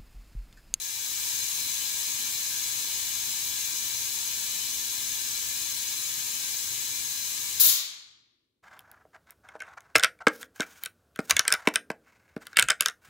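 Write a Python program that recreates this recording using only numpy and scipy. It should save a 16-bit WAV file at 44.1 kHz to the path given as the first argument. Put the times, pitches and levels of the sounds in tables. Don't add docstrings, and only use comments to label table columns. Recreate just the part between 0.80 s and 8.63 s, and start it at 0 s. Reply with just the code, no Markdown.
import sys
import numpy as np
from scipy import signal
from scipy.fft import rfft, irfft, next_fast_len
from scipy.io import wavfile

SR = 44100
rng = np.random.default_rng(int(sys.argv[2]) if len(sys.argv) > 2 else 0)


def dump(signal):
    limited = np.clip(np.atleast_2d(signal).T, -1, 1)
    pcm = np.round(limited * 32767).astype(np.int16)
    wavfile.write(sys.argv[1], SR, pcm)


N = 345170
TIME, FREQS = np.arange(N) / SR, np.arange(N // 2 + 1) * SR / N

# f/Hz, level/dB
JET_HISS = [(100, -100), (620, -99), (900, -99), (1450, -92), (2000, -84.5), (2500, -85.5), (3200, -82),
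            (3700, -74), (5400, -73.5), (6400, -71), (7800, -72), (8600, -77), (10500, -74), (15500, -73)]
# f/Hz, side/dB
JET_AND_RUMBLE_SIDE = [(100, 2), (300, 6.5), (600, 0), (2000, 3.5), (4500, 1), (6400, 7.5), (7500, 7),
                       (8600, 1.5), (11000, 3), (15000, 6)]
# f/Hz, width/Hz, level/dB, side/dB
TIRE_RINGING = [(489, 17, -83, 2), (742, 15, -86, -4), (933, 66, -79, 1), (1037, 21, -78, 4),
                (1126, 7, -82, 3), (1171, 11, -78, 1), (1234, 16, -79, -2), (1387, 17, -80, 0),
                (1569, 12, -72, 5), (1639, 9, -69, 1), (1719, 7, -71, 2), (1754, 14, -72, 5),
                (1823, 10, -80, 2), (1898, 9, -75, 5), (2075, 7, -70, 3), (2111, 8, -77, 1),
                (2203, 60, -77, 4), (2265, 10, -70, 11), (2350, 17, -65, 2), (2472, 11, -69, 1),
                (2574, 8, -68, 5), (2728, 42, -73, 2), (2819, 18, -73, 6), (2924, 27, -71, 2),
                (3053, 12, -63, 2), (3107, 17, -73, 3), (3200, 11, -73, 4), (3405, 38, -67, 5),
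                (3483, 10, -70, -3), (3576, 37, -70, 3)]
# f/Hz, width/Hz, level/dB, side/dB
VALVE_WHISTLES = [(3834, 18, -69, 1), (3905, 43, -70, 4), (3995, 13, -63, 5), (4066, 22, -61, 5),
                  (4184, 10, -68, 4), (4248, 9, -72, 4), (4390, 43, -73, 5), (4505, 15, -72, 5),
                  (5054, 47, -73, 3), (5161, 11, -62, 3), (5199, 13, -63, 4), (5688, 13, -67, 7),
                  (5855, 17, -69, 5), (5995, 22, -63, 7), (6106, 30, -65, 11), (6463, 54, -64, 11),
                  (6539, 53, -62, 11), (6635, 24, -67, 12), (7111, 24, -67, 10), (7198, 14, -61, 14),
                  (7439, 25, -65, 12), (7587, 19, -68, 3), (7679, 20, -71, 7), (7901, 119, -67, 5),
                  (8888, 53, -74, -3), (9720, 56, -67, 6)]
# f/Hz, level/dB
BLAST_HISS = [(40, -88.5), (400, -79.5), (700, -81.5), (1000, -74.5), (2000, -71.5), (2900, -67),
              (3800, -58), (4600, -58.5), (6000, -60), (7100, -56), (8700, -68.5), (10500, -59),
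              (12700, -58), (15000, -55)]
# t/s, width/s, level change/dB, extra treble change/dB
BLAST_SPITS = [(6.814, .005, .5, 4), (6.869, .003, -0.5, 9), (6.898, .008, 5, -2.5)]
# multiple of the mains frequency, level/dB, side/dB
HUM_TONES = [(2, -66.5, 3.5), (4, -68, 7.5), (6, -73, 16.5), (8, -85.5, 9)]
# f/Hz, level/dB
LOW_RUMBLE = [(20, -96), (45, -94.5), (70, -87.5), (92, -79.5), (125, -80), (170, -87.5), (310, -85),
              (400, -92.5), (600, -98.5), (1200, -115)]
# f/Hz, width/Hz, level/dB, side/dB
ROOM_MODES = [(45, 2.8, -79, 1.5), (72.2, 2.8, -75, 3), (316.5, 10, -82.5, 7)]
# f/Hz, time to fade by 60 dB/s, level against the direct sound/dB
ROOM_ECHO = [(100, .7, -3), (500, .9, -2.5), (1300, 0.89, 7), (3700, 0.85, 4), (5000, 0.74, 1.5),
             (7000, 0.56, 4), (10120, 0.42, 1), (15000, 0.28, 3)]
# f/Hz, level/dB
STILL_AIR = [(30, -122), (170, -119), (260, -109), (350, -108), (480, -117), (700, -130), (4000, -133),
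             (15000, -135)]
# f/Hz, likeness (1 = the same, 0 = unrelated)
STEREO_LIKENESS = [(60, 0.98), (150, 0.91), (400, 0.45), (800, 0.62), (1400, 0.26), (4000, 0.35), (8000, 0)]

FADE_IN_S, SHUT_S = 0.43, 6.85
BLAST_SIDE_DB = 8


def filling(jet_db, valve_db, flutter_db, waver_db):
    full_db, opening_db = 1.23, 4.5
    sag_db_per_s, shut_db_per_s = 0.2736, 302
    flow_db = full_db - opening_db * fade_in_left() - sag_db_per_s * TIME - shut_db_per_s * since(SHUT_S)
    jet = noise(from_db(at_hz(JET_HISS) + jet_db) * pan(at_hz(JET_AND_RUMBLE_SIDE)))
    tire = noise(resonances(TIRE_RINGING))
    valve = from_db(valve_db + waver_db * drift(7)) * noise(resonances(VALVE_WHISTLES))
    return (jet + tire + valve) * from_db(flow_db + flutter_db * drift(40))


def air_blast(start_s, level_db, sputter_db):
    attack_s, hold_s, treble_hz = 0.00302, 0.11, 8900
    sag_db_per_s, release_db_per_s, dulling_db_per_s = 43, 331.5, 66
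    age = since(start_s)
    blast_db = -sag_db_per_s * age - release_db_per_s * since(start_s + hold_s)
    treble_db = 4.5 - dulling_db_per_s * age
    for spit_s, width_s, change_db, extra_db in BLAST_SPITS:
        spit = np.exp(-.5 * ((TIME - spit_s) / width_s) ** 2)
        blast_db += change_db * spit
        treble_db += extra_db * spit
    air = noise(from_db(at_hz(BLAST_HISS) + level_db) * pan(BLAST_SIDE_DB))
    treble = irfft(rfft(air) * (FREQS > treble_hz), N)
    air = air - treble + treble * from_db(treble_db)
    attack = np.minimum(age / attack_s, 1)
    return air * attack * from_db(blast_db + sputter_db * drift(150))


def valve_thump(start_s, hz, fade_s, level_db, fall_s):
    age = since(start_s)
    cycles = hz * fall_s * (1 - np.exp(-age / fall_s))
    return pan(BLAST_SIDE_DB) * from_db(level_db - 60 * age / fade_s) * np.sin(2 * np.pi * cycles)


def drone(mains_hz, hum_db, rumble_db, waver_db, drop_s):
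    hum = 0
    for multiple, db, side_db in HUM_TONES:
        tone = np.sqrt(2) * np.sin(2 * np.pi * (multiple * mains_hz * TIME + rng.random()))
        hum = hum + tone * pan(side_db) * from_db(db + waver_db * drift(3))
    rumble = noise(from_db(at_hz(LOW_RUMBLE) + rumble_db) * pan(at_hz(JET_AND_RUMBLE_SIDE)))
    rumble += noise(resonances(ROOM_MODES))
    quick_drop_db = -168.5 * since(drop_s)
    lingering_db = -12.5 - 23 * since(drop_s)
    fade_db = np.maximum(quick_drop_db, lingering_db) - 7.5 * fade_in_left()
    return (from_db(hum_db) * hum + rumble) * from_db(fade_db)


def workshop(sound, echo_db, crossing):
    t, hz = np.arange(SR) / SR, np.arange(SR // 2 + 1.)
    centres = np.geomspace(60, 16000, 26)
    white, tail = rfft(rng.standard_normal((2, SR))), 0
    for centre, this_band in zip(centres, np.eye(len(centres))):
        band = irfft(white * np.interp(hz, centres, this_band), SR)
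        decay = from_db(-60 * t / at_hz(ROOM_ECHO, centre))
        decay *= 1 - np.exp(-t / 0.018)
        tail = tail + band * decay / np.linalg.norm(decay)
    size = next_fast_len(N + SR)
    echo_gain = from_db(at_hz(ROOM_ECHO, np.arange(size // 2 + 1) * SR / size, column=2) + echo_db)
    direct = rfft(sound, size)
    spread = (direct + crossing * direct[::-1]) / np.hypot(1, crossing)
    echo = echo_gain * spread * rfft(tail, size)
    return irfft((direct + echo) / np.sqrt(1 + echo_gain ** 2), size)[:, :N]


def still_air():
    return noise(from_db(at_hz(STILL_AIR)))


def fade_in_left():
    return np.maximum(1 - TIME / FADE_IN_S, 0)


def resonances(modes, steepness=1.17):
    power = 0
    for hz, width, db, side_db in modes:
        off_pitch = 2 * (FREQS - hz) / width
        peak = from_db(db) * pan(side_db)
        power = power + peak ** 2 / (1 + off_pitch ** 2 / steepness) ** steepness
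    return np.sqrt(power)


def noise(strength):
    shared, opposed = rfft(rng.standard_normal((2, N)))
    alike = at_hz(STEREO_LIKENESS)
    pair = np.sqrt(1 + alike) * shared + np.sqrt(1 - alike) * opposed * [[1], [-1]]
    return irfft(pair * strength, N) * np.sqrt(SR) / 2


def drift(rate_hz):
    wobble = irfft(rfft(rng.standard_normal(N)) / (1 + (FREQS / rate_hz) ** 2), N)
    return wobble / np.std(wobble)


def pan(side_db):
    gains = from_db(np.array([[.5], [-.5]]) * side_db)
    return gains / np.sqrt(np.mean(gains ** 2, axis=0))


def at_hz(rows, hz=FREQS, column=1):
    rows = np.array(rows)
    return np.interp(np.log(hz + 1e-9), np.log(rows[:, 0]), rows[:, column])


def since(start_s):
    return np.maximum(TIME - start_s, 0)


def from_db(db):
    return 10 ** (np.asarray(db) / 20)


def scene():
    hiss = filling(jet_db=-0.77, valve_db=0.57, flutter_db=0.29, waver_db=0.33)
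    hiss = workshop(hiss, echo_db=-11.0, crossing=0.082)
    blast = air_blast(start_s=6.797, level_db=1.32, sputter_db=0.5)
    blast = workshop(blast, echo_db=-3.0, crossing=0.49)
    thump = valve_thump(start_s=6.862, hz=500, fade_s=0.055, level_db=-42.5, fall_s=.011)
    hum_and_rumble = drone(mains_hz=60, hum_db=-1.0, rumble_db=-1.4, waver_db=3.0, drop_s=6.89)
    return hiss + blast + thump + hum_and_rumble + still_air()


def record(dry):
    cutoff_hz = 15730
    low_pass = signal.firwin(801, cutoff_hz, fs=SR, window="blackman")
    return signal.fftconvolve(dry, low_pass[None], mode="same", axes=1)


dry = scene()
out = record(dry)
dump(out)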